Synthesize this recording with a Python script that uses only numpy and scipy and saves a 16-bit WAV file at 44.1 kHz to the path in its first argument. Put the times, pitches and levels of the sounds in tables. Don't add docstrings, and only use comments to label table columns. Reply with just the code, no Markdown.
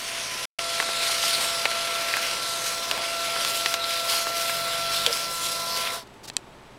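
import sys
import numpy as np
from scipy import signal
from scipy.fft import rfft, irfft
from scipy.io import wavfile
from scipy.ndimage import uniform_filter1d

SR = 44100
rng = np.random.default_rng(int(sys.argv[2]) if len(sys.argv) > 2 else 0)


def waveform_to_disk(signal):
    frames = np.transpose(np.atleast_2d(signal))
    scaled = np.clip(frames, -1, 1) * 32767
    samples = np.round(scaled).astype(np.int16)
    wavfile.write(sys.argv[1], SR, samples)


N = 298998
T = np.arange(N) / SR

# (time [s], rubbing level [dB], extra flexing [dB], extra top treble [dB])
PAPER_SLIDE = [(0, -37.5, 1.5, -1), (.2, -37.5, 4.5, -6), (.44, -37, 3, -4), (.6, -33.5, -0.5, -10),
               (1.0, -32, 1.5, -5.5), (1.4, -30, -0.5, -1.5), (1.7, -33.5, 2, -5), (2.26, -33.5, 3.5, -1),
               (2.42, -33.5, -2.5, -6), (2.75, -34.5, -2, 0), (3.0, -34, 2, -5), (3.7, -33, 0.5, 1.5),
               (4.35, -35.5, -0.5, 3.5), (5.05, -34.5, 1.5, 2), (5.33, -36.5, -3.5, -0.5),
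               (5.7, -33, -5.5, 0), (5.88, -36.5, 6, 3), (5.98, -42, -1, 2), (6.05, -40, -5, 2)]
# (frequency [Hz], level [dB])
PAPER_SPECTRUM = [(600, -37.5), (1100, -15.5), (1500, -9), (1750, -12), (2100, -7), (3000, -6.5),
                  (4000, -5.5), (5300, -6.5), (6300, -12.5), (7600, -13.5), (9300, -13), (11200, -15.5),
                  (14500, -22), (15800, -30)]
# (start [s], length [s], extra rubbing [dB], extra edge hiss [dB])
DRAGS = [(1.004, 0.25, 3.5, 1.5), (1.206, 0.19, 4.5, 1), (1.392, 0.14, 1.5, 3), (1.81, 0.11, 1, 0),
         (2.06, 0.13, 2, -0.5), (2.21, .11, 3, 0), (2.404, 0.35, 1.5, 1.5), (2.633, 0.14, 5, -0.5),
         (3.384, 0.12, 2.5, -1), (3.464, 0.1, 2, 5.5), (3.54, 0.078, 2, 6.5), (3.683, .07, 2, 1.5),
         (3.748, 0.16, -2.5, -7), (3.892, 0.16, 5, -5), (4.07, 0.23, 8, .5), (4.34, 0.45, 3, 3.5),
         (4.904, 0.18, 5, 1), (5.104, 0.18, 3.5, 4), (5.29, 0.2, -1.5, 11), (5.406, .23, 4.5, 3),
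         (5.736, 0.16, 4.5, -0.5), (5.91, .085, 2.5, 7)]
# (time [s], half length [s], frequency [Hz], boost [dB])
RASPS = [(.25, 0.33, 6070, 5), (0.219, .3, 9600, 4), (0.97, 0.1, 3800, 7.5), (1.343, 0.018, 4300, 9),
         (2.6, 0.15, 6300, 5), (3.825, .04, 4000, 10), (4.22, 0.042, 6300, 6), (4.39, 0.054, 5400, 2.5),
         (4.816, .09, 3280, 5.5), (5.735, 0.046, 5180, 7.5)]
# (time [s], crack peak [dB], centre frequency [Hz], spread [octaves])
SNAPS = [(0.179, -22, 2500, 0.57), (.591, -14.5, 2500, 0.8), (0.8002, -10.5, 1650, .9),
         (0.825, -15.5, 1210, 1.5), (0.888, -19.5, 900, 1.2), (1.029, -17, 3200, .9),
         (1.095, -22.5, 1100, 0.69), (1.237, -22, 900, 1.6), (1.654, -4.5, 2240, 0.81),
         (1.714, -16, 1900, 0.5), (1.873, -19, 2380, 1), (2.138, -10, 1750, 0.77), (2.168, -17.5, 1700, 2),
         (2.912, -10, 3200, 1.05), (2.977, -21.5, 900, 2.3), (3.363, -19.5, 1320, 0.8),
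         (3.448, -11, 3350, 0.91), (3.6593, -6, 2750, 0.77), (3.74, -10, 3300, 1.2),
         (3.841, -13.5, 3700, .5), (4.135, -18.5, 1000, 0.59), (4.268, -20, 1300, 1.2),
         (4.3, -25.5, 745, 0.28), (4.495, -15.5, 1870, 0.71), (5.063, -1.5, 3480, 0.47),
         (5.0632, -10, 7300, 0.62), (5.128, -9.5, 4940, .22), (5.172, -16.5, 2900, .28),
         (5.773, -15, 4400, 0.77), (5.872, -17.5, 2390, 0.31)]
# (time [s], step rate [Hz])
STEP_RATE = [(0, 168.8), (.6, 168.92), (4, 168.91), (5.97, 168.86), (6.04, 165)]
# (time [s], level of harmonic 4 [dB], level of harmonic 8 [dB])
MOTOR_LOAD = [(0, -53, -51), (.12, -44, -54), (.28, -43.5, -52), (.4, -45, -46.5), (.65, -39, -38.5),
              (2.0, -37.5, -36.5), (2.85, -43, -40.5), (3.15, -37, -36.5), (3.8, -38, -35.3),
              (4.85, -36, -34.5), (5.2, -42, -37), (5.52, -41.5, -37.5), (5.94, -42, -39.5),
              (5.99, -44, -54)]
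# (harmonic [number], level relative to harmonic 8 [dB])
MOTOR_WHINE = [(9, -17.5), (12, -12.5), (16, -15), (20, -12.5), (24, -7.5), (36, -24.5)]
# (time [s], half length [s], drop of harmonic 4 [dB], rise of harmonic 6 [dB])
TONE_SHIFTS = [(0.362, 0.12, 10, 9.5), (2.397, .08, 8, 3), (2.93, 0.13, -1.5, 11), (3.467, 0.055, 4.5, -7),
               (5.36, .075, 9, 7), (5.735, 0.31, 1, 14)]
# (time [s], level [dB])
ROLLER_LEVEL = [(0, -45), (.6, -44), (.8, -41), (2.2, -39.5), (2.8, -40.5), (3.8, -42.5), (4.5, -41),
                (5.6, -42.5)]
# (frequency [Hz], level [dB])
ROLLER_SPECTRUM = [(40, -24.5), (130, -14.5), (300, -10), (420, -5), (480, -3.5), (620, 0.5), (800, -5),
                   (1100, 0.5), (1300, -6.5), (1500, -6.5), (1750, -5), (2400, -14), (5000, -43)]
# (time [s], half length [s], boost [dB])
GRINDS = [(1.42, 0.048, 5.5), (2.972, .08, 5.5), (3.42, 0.11, 4.5), (4.137, 0.056, 4), (5.878, 0.18, 4)]
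# (time [s], peak [dB])
FLAPS = [(5.068, -26), (5.0742, -23.5), (5.0935, -28), (5.102, -29)]
# (frequency [Hz], level [dB], time to fade by 60 dB [s])
TRAY_MODES = [(470, -8, 0.082), (577, -6.5, 0.041), (860, -11, .02)]
# (time [s], level [dB], length [s])
PAPER_SHIFTS = [(6.075, -56, 0.011), (6.142, -59, 0.013), (6.249, -45.5, 0.039), (6.285, -40, 0.025),
                (6.338, -54, 0.013), (6.382, -55, 0.0073)]
# (frequency [Hz], level [dB])
SHIFT_SPECTRUM = [(1000, -4), (3000, -5), (4500, 2), (7000, -3), (10000, -8), (15000, -17)]
# (frequency [Hz], level [dB])
HOUSING_SPECTRUM = [(100, -34), (350, 3), (520, 12.0), (1200, 3.5), (2500, -6.5), (9000, -50)]
# (time [s], peak [dB], treble cutoff [Hz])
CLICKS = [(6.2995, -19.5, 2540), (6.367, -4, 12000)]
# (frequency [Hz], level [dB], time to fade by 60 dB [s])
LATCH_MODES = [(253, -25.5, 0.028), (780, -21, 0.014), (1360, -20, 0.0073), (1790, -17.5, 0.014),
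               (2570, -16, 0.021), (3180, -11, 0.013), (4030, -3.5, 0.0091), (4600, -7, 0.012),
               (5870, -4, 0.008), (7350, 4, 0.0042), (7980, 7, 0.003), (8860, -5.5, .006),
               (9800, -5.5, 0.0062), (12700, -26, .004)]
# (frequency [Hz], level [dB])
VENT_SPECTRUM = [(20, -5.5), (35, -6.5), (65, -11.5), (90, -9.5), (125, -5.5), (400, -3.5), (480, -7.5),
                 (900, -7), (1500, -13), (3700, -19), (4300, -22.5), (9000, -32), (10500, -32.5),
                 (15800, -43.5)]
# (frequency [Hz], level [dB])
HUM_TONES = [(60, -65), (119, -61), (883, -63.5), (7860, -77), (7885, -77)]
# (time [s], pitch [Hz], level [dB])
DRONE = [(4.3, 43, -85), (4.55, 45, -55), (4.7, 46.6, -54), (5.03, 49.56, -51), (5.1, 50.2, -60),
         (5.6, 53.3, -55), (5.8, 53, -58), (6, 53, -85)]
# (harmonic [number], relative level [dB])
DRONE_HARMONICS = [(1, -5.5), (2, -8), (3, -0.5), (4, -4)]


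def sliding_paper(hiss_db=-1.0, flex_per_drag=-0.28, patch_db=1.53, flutter_db=0.94):
    slips = friction(slips_per_s=900, spread_db=2.0, grain_db=-8.5)
    hz, t, grid = signal.stft(slips, SR, nperseg=512, noverlap=384)
    rub_db, flex_db, treble_db = curves_at(PAPER_SLIDE, t)
    drag_db, scrape_db = guide_drag(t)
    flex_band = spectrum_at([(2900, 0.99), (3900, 0.011)], hz)[:, None]
    hiss_band = spectrum_at([(5200, 0.14), (6600, 0.72)], hz)[:, None]
    top_band = spectrum_at([(9500, 0.021), (14000, 0.82)], hz)[:, None]
    patches = uniform_filter1d(rng.standard_normal(grid.shape), size=7, axis=0)
    patches = unit(uniform_filter1d(patches, size=36, axis=1))
    gain_db = rub_db + drag_db + top_band * treble_db + patch_db * patches
    gain_db += flex_band * (flex_db + flex_per_drag * drag_db)
    gain_db += hiss_band * (hiss_db + scrape_db)
    for s, half_length, rasp_hz, db in RASPS:
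        away = (np.log2(hz / rasp_hz)[:, None] / 0.2) ** 2
        peak = np.exp(-away) - 0.1 * np.exp(-away / 8)
        gain_db += db * peak * swell(t, s, half_length)
    shape = amp(spectrum_at(PAPER_SPECTRUM, hz))
    shape /= np.sqrt(np.mean(shape ** 2 * ((hz > 3400) & (hz < 6000))))
    rush = signal.istft(grid * shape[:, None] * amp(gain_db), SR, nperseg=512, noverlap=384)[1][:N]
    return rush * amp(flutter_db * wander(49)) * running(T)


def guide_drag(t, attack_s=0.03, hold_share=0.05):
    total = np.zeros((2, len(t)))
    for s, length, rub_db, hiss_db in DRAGS:
        release_s = max(length - attack_s, .01) * (1 - hold_share)
        rise, fall = (t - s) / attack_s, (s + length - t) / release_s
        total += np.outer([rub_db, hiss_db], np.clip(np.minimum(rise, fall), 0, 1))
    return total


def paper_snaps(travel_s=0.002159, crinkle_t60=0.036, housing_db=-13, crinkle_db=-1.5):
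    out, t, hz = np.zeros(N), np.arange(4096) / SR, np.fft.rfftfreq(4096, 1 / SR) + 1
    wave_delay = np.exp(-4j * np.pi * travel_s * np.sqrt(hz * 1000))
    housing = amp(housing_db + spectrum_at(HOUSING_SPECTRUM, hz))
    envelope = amp(-60 * t / crinkle_t60) * (1 - np.exp(-t / 0.00084))
    for s, db, centre_hz, octaves in SNAPS:
        band = 1 / (1 + (np.log2(hz / centre_hz) / octaves) ** 2) ** 1.45
        band += housing * min(octaves, 1) ** 2
        crack = unit(irfft(band * wave_delay))
        crinkle = unit(irfft(band * rfft(rng.standard_normal(len(t)))) * envelope)
        add(out, s, amp(db) * (crack + amp(crinkle_db) * crinkle) / abs(crack).max())
    return out


def stepper_motor(third_max_db=-49.5, sixth_rest_db=-53):
    steps = np.cumsum(curves_at(STEP_RATE, T)[0]) / SR + .0015 * wander(12)
    fourth_db, eighth_db = curves_at(MOTOR_LOAD, T)
    sixth_db = sixth_rest_db
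    for s, half_length, drop_db, rise_db in TONE_SHIFTS:
        shift = swell(T, s, half_length)
        fourth_db -= drop_db * shift
        sixth_db += rise_db * shift
    harmonics = [(4, fourth_db), (8, eighth_db), (6, sixth_db)]
    harmonics += [(k, eighth_db + db) for k, db in MOTOR_WHINE]
    harmonics += [(3, np.minimum(third_max_db, eighth_db - 5))]
    tone = sum(amp(db + .6 * wander(12)) * np.sin(2 * np.pi * (k * steps + rng.random()))
               for k, db in harmonics)
    return np.sqrt(2) * tone * running(T)


def rollers():
    grind_db = sum(db * swell(T, s, half_length) for s, half_length, db in GRINDS)
    rumble = colour(friction(slips_per_s=250, spread_db=0.5, grain_db=-8.5), ROLLER_SPECTRUM)
    return amp(curves_at(ROLLER_LEVEL, T)[0] + grind_db) * rumble * running(T) ** 2


def edge_flaps():
    out = np.zeros(N)
    for s, db in FLAPS:
        add(out, s, amp(db) * ring(TRAY_MODES, cutoff_hz=1500))
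    return out


def latch_clicks():
    out = np.zeros(N)
    for s, db, cutoff_hz in CLICKS:
        add(out, s, amp(db) * ring(LATCH_MODES, cutoff_hz))
    return out


def settling_paper():
    out = np.zeros(N)
    for s, db, length in PAPER_SHIFTS:
        scrape = colour(rng.standard_normal(N), SHIFT_SPECTRUM)[:round(length * SR)]
        add(out, s - length / 2, amp(db) * scrape * np.sqrt(2 * np.hanning(len(scrape))))
    return out


def room(x, echo_db, t60):
    t = np.arange(SR // 3) / SR
    tail = rng.standard_normal(len(t)) * amp(-60 * t / t60) * (t > .004)
    return x + amp(echo_db) * signal.oaconvolve(x, tail / np.linalg.norm(tail))[:N]


def office(vent_db=-48.4):
    air = amp(vent_db) * colour(rng.standard_normal(N), VENT_SPECTRUM)
    hum = sum(amp(db) * np.sin(2 * np.pi * hz * T + 1.1 * wander(5)) for hz, db in HUM_TONES)
    pitch_hz, level_db = curves_at(DRONE, T)
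    cycles = np.cumsum(pitch_hz) / SR
    drone = sum(amp(level_db + db + 1.3 * wander(8)) * np.sin(2 * np.pi * k * cycles)
                for k, db in DRONE_HARMONICS)
    return air + np.sqrt(2) * (hum + drone)


def friction(slips_per_s, spread_db, grain_db):
    sizes = amp(spread_db * np.minimum(rng.exponential(1, N), 4)) * rng.choice([-1, 1], N)
    hiss = rng.standard_normal(N)
    slips = unit(sizes * (rng.random(N) < slips_per_s / SR))
    return unit(hiss + amp(grain_db) * slips)


def ring(modes, cutoff_hz):
    t = np.arange(SR // 8) / SR
    x = np.zeros(len(t))
    for k, (hz, db, t60) in enumerate(modes):
        strength = (-1) ** k / (1 + (hz / cutoff_hz) ** 2)
        x += strength * amp(db - 60 * t / t60) * np.sin(2 * np.pi * hz * t)
    return x / abs(x).max()


def running(t):
    return np.interp(t, [5.98, 6.045], [1, 0])


def swell(t, s, half_length):
    return np.exp(-((t - s) / half_length) ** 2)


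def wander(rate_hz):
    hz = np.fft.rfftfreq(N, 1 / SR)
    return unit(irfft(rfft(rng.standard_normal(N)) / (1 + (hz / rate_hz) ** 2), N))


def colour(x, spectrum):
    hz = np.fft.rfftfreq(len(x), 1 / SR)
    return unit(irfft(rfft(x) * amp(spectrum_at(spectrum, hz)), len(x)))


def curves_at(rows, t):
    s, *columns = np.transpose(rows)
    return [np.interp(t, s, c) for c in columns]


def spectrum_at(points, hz):
    f, values = np.transpose(points)
    return np.interp(np.log(hz + 1), np.log(f + 1), values)


def amp(db):
    return 10 ** (np.asarray(db) / 20)


def unit(x):
    return x / np.sqrt(np.mean(x ** 2) + 1e-20)


def add(mix, s, sound):
    part = mix[round(s * SR):][:len(sound)]
    part += sound[:len(part)]


def scene():
    scanner = stepper_motor() + rollers() + sliding_paper() + paper_snaps()
    scanner += edge_flaps() + settling_paper() + latch_clicks()
    mono = room(scanner, echo_db=-31, t60=.12) + office()
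    return np.array([mono, mono])


def record(dry):
    rounded = dry / (1 + (dry / .72) ** 4) ** .25
    dropout = np.where((T > .4545) & (T < .587), amp(-72), 1)
    lowpass = signal.firwin(511, cutoff=15900, window=("kaiser", 9), fs=SR)
    return signal.oaconvolve(rounded * dropout, lowpass[None], "same")


dry = scene()
out = record(dry)
waveform_to_disk(out)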